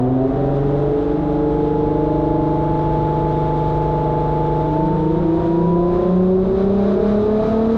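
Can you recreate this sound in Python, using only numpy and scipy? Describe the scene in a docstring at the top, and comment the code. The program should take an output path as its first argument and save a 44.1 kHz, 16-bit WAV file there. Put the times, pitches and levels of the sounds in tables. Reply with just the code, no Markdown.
"""Turbo six on a dyno, from the cabin

A turbocharged six-cylinder engine gathers speed, holds for a few seconds, then climbs under full load
with a gear whining along. Its orders (multiples of the engine cycle rate) drop out as they sweep through
the nodes of test cell and closed cabin. The body rumbles throughout; near the top the intake air
hisses harder and a thin metal part buzzes."""
import sys
import numpy as np
from scipy.fft import rfft, irfft, next_fast_len
from scipy.io import wavfile
from scipy.ndimage import uniform_filter1d, minimum_filter1d, map_coordinates

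SR = 44100
rng = np.random.default_rng(int(sys.argv[2]) if len(sys.argv) > 2 else 0)


def transcribe(signal):
    """Save signal, clipped to [-1, 1], as a 16-bit WAV file at the path in sys.argv[1]."""
    frames = np.atleast_2d(signal).T
    limited = np.clip(frames, -1, 1)
    pcm = np.round(limited * 32767).astype(np.int16)
    wavfile.write(sys.argv[1], SR, pcm)


N = 342657
TIME = np.arange(N) / SR
COARSE = TIME[::100]  # time grid for slow controls


def amp(db):
    """Decibels to gain."""
    return 10 ** (np.asarray(db) / 20)


def unit(x):
    """Scale to rms 1."""
    return x / np.sqrt(np.mean(np.abs(x) ** 2) + 1e-20)


def fader(points, t=TIME):
    """A level ride through (time_s, level_db) points, in dB at the times t."""
    return np.interp(t, *np.transpose(points))


def fine(slow):
    """A slow control at every sample."""
    return np.interp(TIME, COARSE, slow)


def wobble(rate_hz):
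    """A smooth random curve, rate_hz knots a second."""
    return fine(map_coordinates(rng.standard_normal(1024), [COARSE * rate_hz], mode="mirror"))


def scatter(place):
    """A smooth random complex gain of rms about 1, new with each whole step of place."""
    real, imag = (map_coordinates(k, [place], mode="mirror") for k in rng.standard_normal((2, 1024)))
    return (real + 1j * imag) / np.sqrt(2)


def filtered(x, response):
    """x through a frequency response."""
    size = next_fast_len(N + SR // 4)
    return irfft(rfft(x, size) * response(np.fft.rfftfreq(size, 1 / SR)), size)[:N]


def coloured(x, spectrum):
    """x through an EQ of (freq_hz, gain_db) points, at rms 1."""
    hz, db = np.transpose(spectrum)
    return unit(filtered(x, lambda f: amp(np.interp(np.log(f + 1), np.log(hz), db, left=-120, right=-120))))


def resonant(x, modes):
    """x through (pitch_hz, width_hz, gain_db) resonances, at rms 1."""
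    def peaks(f):
        return sum(amp(db) / (1 + ((f - hz) / (width / 2)) ** 2) for hz, width, db in modes)
    return unit(filtered(x, peaks))


START_HZ, HELD_HZ, SETTLE_S, SETTLE_SHAPE = 21.2, 25.33, .774, 1.12
RELEASE_S, CLIMB_HZ_PER_S, CLIMB_HZ_PER_S2 = 4.6, 2.62, .457
def speed():
    """Engine cycles (two crank turns) a second: eases up to the held speed, then the dyno lets it climb."""
    climb_s = np.maximum(COARSE - RELEASE_S, 0)
    short_hz = (HELD_HZ - START_HZ) * np.exp(-(COARSE / SETTLE_S) ** SETTLE_SHAPE)
    return HELD_HZ - short_hz + CLIMB_HZ_PER_S * climb_s + CLIMB_HZ_PER_S2 * climb_s ** 2


def cycle_angle(lag_s=0):
    """Angle of the engine cycle, heard lag_s late."""
    hz = fine(speed())
    return 2 * np.pi * (np.cumsum(hz) / SR - lag_s * hz)


def sweep():
    """How fast the speed changes: 0 held, 1 at the steepest."""
    slope = uniform_filter1d(np.abs(np.gradient(speed())), size=110)
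    return fine(slope / slope.max())


def steady(width_hz=0.25):
    """1 at the held speed, 0 away from it."""
    return np.exp(-((speed() - HELD_HZ) / width_hz) ** 2)


def note(angle, order, smear, flutter_hz, gain):
    """One order at a slowly changing complex gain; the share smear of its power flutters."""
    share = np.interp(COARSE, TIME, np.clip(smear, 0, 1) * np.ones(N))
    slow = gain * (np.sqrt(1 - share) + np.sqrt(share) * scatter(COARSE * flutter_hz))
    phase = order * angle % (2 * np.pi)
    return np.sqrt(2) * (fine(slow.real) * np.cos(phase) - fine(slow.imag) * np.sin(phase))


# Dead spots where the standing waves of cell and cabin cancel: pitch_hz
ROOM_NODES = [134.5, 145.4, 179.8, 192.6, 205.4, 213, 219, 271.8, 287.7, 315.8, 324.7, 333.4, 344.6, 365,
              381, 405.5, 417, 442, 458.5, 470, 489, 532, 565, 587, 613, 639, 686]
def standing_waves(hz, depth_db=-29.5):
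    """Complex gain of the room: a notch and a flip of phase at every node."""
    nodes = np.array(ROOM_NODES)[:, None]
    half_width_hz = 1.57 + 0.00099 * nodes
    detune = 1j * (hz - nodes) / half_width_hz
    return np.prod((detune + amp(depth_db)) / (detune + 1), axis=0)


def echoes(order, share, spacing_hz=9):
    """Wall echoes add up differently at each frequency, so an order swells and fades as its pitch moves."""
    share = np.clip(share, 0, 1) * (1 - steady())
    return np.sqrt(1 - share) + np.sqrt(share) * scatter(order * speed() / spacing_hz)


EXHAUST_LAG_S, DISPERSION_RAD = .042, .03  # trip to the cabin; extra phase lag per order squared
def throb(order):
    """A weak cylinder leaves a gap in each cycle, where the in-between orders oppose the firing ones."""
    sign = -1 if order % 6 else 1
    return sign * np.exp(-1j * DISPERSION_RAD * order ** 2)


def strong_order(levels, angle, order, smear, echo_share=0):
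    """A leading exhaust note on its way through the standing waves and echoes."""
    held_phase = np.angle(standing_waves(order * HELD_HZ))
    room = standing_waves(order * speed()) * np.exp(-1j * held_phase) * echoes(order, echo_share)
    gain = amp(fader(levels, COARSE)) * room * throb(order)
    return note(angle, order, smear, flutter_hz=24, gain=gain)


# Fader rides, ahead of the room, for the firing note, its overtones and a beating order: time_s, level_db
FIRING_RIDE = [(0, -20.5), (0.5, -20.5), (0.88, -17.5), (1.1, -25), (1.5, -26), (2.3, -24.0), (3, -21.5),
               (4.6, -22.5), (5.2, -21), (5.5, -24.0), (5.68, -13), (5.95, -21), (6.15, -10), (6.45, -17),
               (6.75, -15), (7.15, -12.5), (7.35, -15.0), (7.77, -16.5)]
OCTAVE_RIDE = [(0, -15.5), (.3, -18.5), (.6, -28), (.85, -23), (1, -22), (2.5, -22), (2.9, -39),
               (4.58, -39), (4.72, -22.5), (5.1, -19), (5.33, -13.5), (5.55, -15.5), (6.05, -17.5),
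               (6.35, -12), (6.8, -19.5), (7.08, -21.5), (7.22, -16.5), (7.5, -19.5), (7.77, -16.5)]
TWELFTH_RIDE = [(0, -20), (0.3, -26), (0.65, -21.5), (1.1, -21), (1.7, -20.5), (2.2, -26.5), (2.8, -38),
                (4.6, -29.5), (5.05, -25), (5.5, -32), (6.05, -26.5), (6.3, -21.5), (6.6, -29),
                (6.9, -26.5), (7.1, -26), (7.3, -24.5), (7.55, -21), (7.77, -39)]
DOUBLE_OCTAVE_RIDE = [(0, -29), (0.35, -41), (0.75, -23.5), (1, -43), (1.25, -27.5), (1.65, -49.5),
                      (1.95, -30.5), (2.3, -28.0), (3, -44), (3.7, -46.5), (4.1, -31), (4.45, -52),
                      (5.3, -33), (6, -34), (6.5, -40), (7.1, -36.5), (7.4, -36.5), (7.77, -46.5)]
BEAT_RIDE = [(0, -43.5), (0.25, -32), (0.5, -29), (1, -25), (1.5, -23.5), (2.3, -21), (3.2, -26),
             (4.2, -30), (4.7, -25.5), (5.15, -24), (5.7, -21.0), (6.1, -27), (6.4, -28.5), (6.7, -25),
             (7.05, -19), (7.25, -30.5), (7.77, -29)]
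def exhaust():
    """Six firings a cycle and their overtones, arriving late by way of the cell walls."""
    angle, moving = cycle_angle(EXHAUST_LAG_S), sweep() ** 0.6
    return (strong_order(FIRING_RIDE, angle, order=6, smear=.003)
            + strong_order(OCTAVE_RIDE, angle, order=12, smear=.004 + .037 * moving)
            + strong_order(TWELFTH_RIDE, angle, order=18, smear=.006 + .2 * moving, echo_share=.027)
            + strong_order(DOUBLE_OCTAVE_RIDE, angle, order=24, smear=.015 + .17 * moving, echo_share=.14)
            + strong_order(BEAT_RIDE, angle, order=13, smear=.0043 + .035 * moving, echo_share=.02))


# Fader rides for the growl, ahead of the room: time_s, level_db
LOW_GROWL_RIDE = [(0, -44), (0.5, -34), (1.1, -38.5), (1.6, -34.5), (4.6, -36.0), (5.4, -42), (5.95, -27),
                  (6.3, -35), (6.7, -34.5), (7, -17), (7.3, -33), (7.77, -35)]
MID_GROWL_RIDE = [(0, -35.5), (0.4, -24), (0.8, -31.5), (1.4, -35.5), (1.8, -26.5), (2.7, -29.5),
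                  (4.55, -27.0), (5.1, -33.0), (5.6, -36.0), (6.05, -25), (6.45, -37.5), (6.9, -28.0),
                  (7.4, -31.5), (7.77, -43.0)]
HIGH_GROWL_RIDE = [(0, -36), (0.5, -45), (0.8, -47), (1.15, -33.5), (1.5, -30.5), (2, -47.5), (4.6, -43.0),
                   (5.1, -48.5), (5.8, -39.5), (6.5, -47.0), (7.1, -46.5), (7.77, -45)]
def growl():
    """Three orders that flank the firing harmonics beat against them once a cycle."""
    angle, smear = cycle_angle(EXHAUST_LAG_S), .01 + .084 * sweep()
    return (strong_order(LOW_GROWL_RIDE, angle, order=11, smear=smear)
            + strong_order(MID_GROWL_RIDE, angle, order=19, smear=smear)
            + strong_order(HIGH_GROWL_RIDE, angle, order=23, smear=smear))


# Tone of the exhaust pipe: freq_hz, gain_db
PIPE_EQ = [(45.0, -19), (100.0, -23.5), (138.0, -35), (162.0, -32.5), (187.0, -22), (270.0, -27.0),
           (375.0, -20), (460.0, -20.5), (535.0, -33), (570.0, -23.5), (605.0, -33.5), (660.0, -24.5),
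           (760.0, -46), (950.0, -48), (1150.0, -51.5), (1400.0, -60.5), (1900.0, -66)]
# Unequal cylinders fill in between the firing harmonics: orders_above_harmonic, gain_db
CYLINDER_IMBALANCE = [(0, 1), (1, -2), (2, -12), (3, -17.5), (4, -18), (5, -7.5)]
# Cabin crests and troughs, where a passing order booms or thins: pitch_hz, width_hz, lift_db
CABIN_CRESTS = [(49.7, 1, 2.5), (165, 1.3, -12.5), (171.6, 1.2, 4), (181.4, 2.5, 7), (194, 1.8, -5),
                (212.3, 1.7, 8.5), (240, 11, -4.5), (259, 2.7, 4.5), (342, 10, 5.5), (348, 2.8, 3),
                (380.4, 4.3, 5.5), (412, 18, -6.5), (481, 8.5, 4), (571.5, 5.3, 4), (588, 3.6, -10),
                (598, 5.8, 9.5), (623, 5.7, -8.5), (638.3, 3.2, 7.5)]
# Balance the standing waves give at the held speed: order, relative_db
HELD_BALANCE = [(2, -29), (5, -32.5), (7, -35.5), (8, -47.5), (9, -41), (10, -38), (14, -30), (15, -46.5),
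                (17, -29), (20, -35), (21, -48), (22, -48), (25, -32), (26, -36), (29, -40.5), (30, -48),
                (31, -57), (32, -45.5), (35, -50), (36, -48.5), (37, -55.5), (38, -48.5), (41, -47.5),
                (42, -51.5), (43, -60), (44, -50.5), (47, -45.5)]
LOAD_DB_PER_HZ, LOAD_ORDER = 0.4157, 21  # brightening with speed at this order, in proportion at others
def burble():
    """The weaker orders: steady at the held speed, swelling and fading through the room as it sweeps."""
    angle, smear = cycle_angle(EXHAUST_LAG_S), .026 + .15 * sweep()
    cycle_hz, holding = speed(), steady()
    held_db = {round(order): db for order, db in HELD_BALANCE}
    pipe_hz, pipe_db = np.transpose(PIPE_EQ)
    out = np.zeros(N)
    for order in range(2, 49):
        if order in (6, 11, 12, 13, 18, 19, 23, 24, 34):  # played by exhaust, growl and gear
            continue
        hz = order * cycle_hz
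        tone_db = np.interp(np.log(hz), np.log(pipe_hz), pipe_db)
        uneven_db = CYLINDER_IMBALANCE[order % 6][1] / (1 + (order / 150) ** 2)
        load_db = LOAD_DB_PER_HZ * (cycle_hz - HELD_HZ) * order / LOAD_ORDER
        crest_db = sum(db * np.exp(-((hz - centre) / width) ** 2) for centre, width, db in CABIN_CRESTS)
        gain = amp(tone_db + uneven_db + load_db + crest_db) * np.abs(standing_waves(hz))
        if order in held_db:
            gain = gain + holding * (amp(held_db[order]) - gain)
        walls = echoes(order, share=(order / 30.6) ** 2.8)  # high orders sweep as pure echo
        phase_slip = np.exp(0.93j * rng.standard_normal())
        out += note(angle, order, smear, flutter_hz=18, gain=gain * walls * throb(order) * phase_slip)
    return amp(-2 - 0.5 * sweep()) * out


# Fader ride for the whine: time_s, level_db
WHINE_RIDE = [(0, -27.5), (0.25, -36.5), (0.419, -32), (0.851, -38), (1.12, -36), (1.71, -28),
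              (2.86, -24.5), (4.88, -24), (5.32, -36), (5.699, -25), (6.2, -37), (6.45, -49), (7.05, -42.5),
              (7.77, -42)]
def gear_whine():
    """A whine at 17 times crank speed, like a meshing gear, comes straight through the body."""
    level_db = fader(WHINE_RIDE, COARSE)
    echo_share = np.minimum(amp(-50 - level_db) ** 2, .45)  # echoes make it waver where it fades
    gain = amp(level_db) * echoes(order=34, share=echo_share)
    return note(cycle_angle(), order=34, smear=.0074 + .01 * sweep(), flutter_hz=28, gain=gain)


def knocks(angle, spread_db):
    """A clatter that repeats every engine cycle: many faint lines of uneven strength."""
    orders = np.arange(48, 170)
    turn = np.linspace(0, 2 * np.pi, 4096)
    phases = rng.uniform(0, 2 * np.pi, len(orders))
    strengths = amp(rng.uniform(-spread_db, spread_db, len(orders)))
    cycle = np.cos(np.outer(turn, orders) + phases) @ strengths
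    return np.interp(angle % (2 * np.pi), turn, cycle)


# Fader ride for the hiss, which the combustion rasp follows too: time_s, level_db
AIR_RIDE = [(0, -58.5), (.55, -54.5), (2.3, -55), (3.1, -53), (4.2, -53.5), (5.6, -52), (5.82, -54.5),
            (6.1, -51), (6.38, -54.5), (6.7, -53.5), (7.77, -49.5)]
# Bright tone of air and valves: freq_hz, gain_db
HISS_EQ = [(1200, -41), (2300, -1.5), (2900, -4), (3500, 0.5), (3950, -2.5), (4250, -8), (5000, -11.5),
           (5700, -14.5), (6300, -16), (7500, -21), (9500, -28.5), (12000, -35), (15500, -29)]
# Ring of the intake pipe: pitch_hz, width_hz, gain_db
DUCT_MODES = [(2300, 540, -0.5), (3900, 430, 4), (4850, 1100, -7.5), (6200, 420, -16)]
def intake(rush_db_per_hz=1.0):
    """Air hisses into the turbo over ticking valves; at high flow the pipe's resonances stand out."""
    valves = amp(-9) * (1 - sweep()) * coloured(knocks(cycle_angle(), spread_db=12.5), HISS_EQ)
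    hiss_db = fader(AIR_RIDE) + 0.63 * noise_swell() + 0.89 * wobble(rate_hz=30)
    hiss = coloured(rng.standard_normal(N), HISS_EQ)
    rush_db = -64.5 + rush_db_per_hz * (fine(speed()) - HELD_HZ) + 1.1 * noise_swell()
    rush = resonant(rng.standard_normal(N), DUCT_MODES)
    return amp(hiss_db) * (hiss + valves) + amp(rush_db) * rush


# Midrange bite and darker roar of the burning gas: freq_hz, gain_db
RASP_EQ = [(500, -27.5), (900, 3.5), (1250, 2), (1450, -2), (1800, -8), (2050, -12), (2400, -17),
           (3000, -19.5), (5000, -38.5)]
ROAR_EQ = [(100, -26.5), (230, -13), (330, -0.5), (440, -5), (540, -8.5), (680, -6), (820, -11.5),
           (980, -14.5), (1200, -27.5), (2000, -54.5)]
def combustion(clatter_share=0.27, puff_depth=0.14, gather_db_per_hz=1):
    """Gas noise puffs with every firing, mixed with the engine's clatter."""
    angle = cycle_angle(lag_s=.03)
    puffs = 1 + puff_depth * np.cos(6 * angle)
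    clatter = coloured(knocks(angle, spread_db=11.5), RASP_EQ)
    gas = coloured(puffs * rng.standard_normal(N), RASP_EQ)
    share = np.clip(clatter_share * (1 - sweep()), 0, 1)
    rasp = np.sqrt(share) * clatter + np.sqrt(1 - share) * gas
    short_hz = fine(np.maximum(HELD_HZ - speed(), 0))  # raspier while short of the held speed
    rasp_db = fader(AIR_RIDE) + noise_swell() + 12.5 + gather_db_per_hz * short_hz
    roar_db = -30.5 + 0.2 * sweep() + 0.66 * wobble(rate_hz=5)
    roar = coloured(puffs * rng.standard_normal(N), ROAR_EQ)
    return amp(rasp_db) * rasp + amp(roar_db) * roar


# Partials of the shaft's hum: harmonic, level_db, sweep_lift_db
SHAFT_PARTIALS = [(1, -44, 7.5), (2, -36, -4), (3, -52.5, 1.5), (4, -47.5, -9)]
def drive_shaft(turns_per_cycle=1.186):
    """The drive shaft's hum beats against the crank's."""
    angle, moving = turns_per_cycle * cycle_angle(), sweep()[::100]
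    return sum(note(angle, round(harmonic), smear=.06, flutter_hz=9, gain=amp(db + lift_db * moving))
               for harmonic, db, lift_db in SHAFT_PARTIALS)


# Boom of the cabin: pitch_hz, width_hz, gain_db
CABIN_MODES = [(96, 10, -4), (138, 34, 2.5), (194, 32, -8.5), (866, 100, -13)]
# Fader ride for the rumble: time_s, level_db
RUMBLE_RIDE = [(0, -46), (.55, -31), (1.2, -35), (1.9, -32.5), (2.8, -28.5), (4.4, -34.5), (5.8, -29),
               (6.5, -28), (7.1, -31.5), (7.77, -34.5)]
# Low-end weight of the body: freq_hz, gain_db
RUMBLE_EQ = [(8, -3.5), (20, 0), (40, 4.5), (58, 0.5), (75, -10), (105, 7.5), (135, -4), (230, -4),
             (400, -46)]
def body_rumble():
    """The body shakes on its mounts and booms as the speed sweeps."""
    boom = amp(-33) * sweep() * resonant(rng.standard_normal(N), CABIN_MODES)
    shake = amp(fader(RUMBLE_RIDE)) * coloured(rng.standard_normal(N), RUMBLE_EQ)
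    return boom + shake


# Faint spells of buzz: peak_s, half_length_s, level_db
SIZZLE_SPELLS = [(5.58, .03, -91), (5.912, 0.048, -89), (6.07, .04, -90), (6.66, .08, -81.5),
                 (6.88, .08, -86), (7.11, .05, -85), (7.42, .08, -84), (7.53, .035, -81), (7.69, .1, -86)]
# Ring of the thin metal: pitch_hz, width_hz, gain_db
METAL_MODE = [(10170, 170, 0)]
def sizzle():
    """A thin metal part buzzes in short spells near the top of the pull, shaken once a crank turn."""
    spells = fine(sum(amp(db) * np.exp(-((COARSE - s) / half) ** 2) for s, half, db in SIZZLE_SPELLS))
    shaking = 1 + np.cos(2 * cycle_angle())
    return spells * resonant(shaking * rng.standard_normal(N), METAL_MODE)


# Brief swells of hiss and rasp where the loud engine notes drop out: peak_s, half_length_s, lift_db
NOISE_SWELLS = [(5.956, 0.043, 2.5), (6.618, 0.052, 5.5), (6.867, 0.1, 5.5), (7.1, 0.072, 6),
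                (7.464, 0.068, 2.5)]
def noise_swell():
    """A lift in dB at set moments, which hiss, rush and rasp each follow by their own amount."""
    return fine(sum(db * np.exp(-((COARSE - s) / half) ** 2) for s, half, db in NOISE_SWELLS))


def scene():
    """Everything meets in the cabin, in mono."""
    engine = exhaust() + growl() + burble() + gear_whine() + combustion() + intake()
    return (engine + drive_shaft() + body_rumble() + sizzle())[None]


KNEE_DB, SQUEEZE, REACT_S = -17, 0.53, 0.035  # SQUEEZE: share of the excess dB removed
CEILING, TOP_HZ = .5, 15800
def record(dry):
    """A compressor ducks the mix under loud notes, a limiter holds the peaks, a low-pass trims the top."""
    power = np.abs(uniform_filter1d(dry[0] ** 2, size=round(REACT_S * SR)))
    excess = np.maximum(np.sqrt(power) / amp(KNEE_DB), 1)
    ducked = dry[0] / excess ** SQUEEZE
    needed = CEILING / np.maximum(np.abs(ducked), CEILING)
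    limiter = uniform_filter1d(minimum_filter1d(needed, size=600), size=600)
    return filtered(ducked * limiter, lambda hz: hz < TOP_HZ)[None]


dry = scene()
out = record(dry)
transcribe(out)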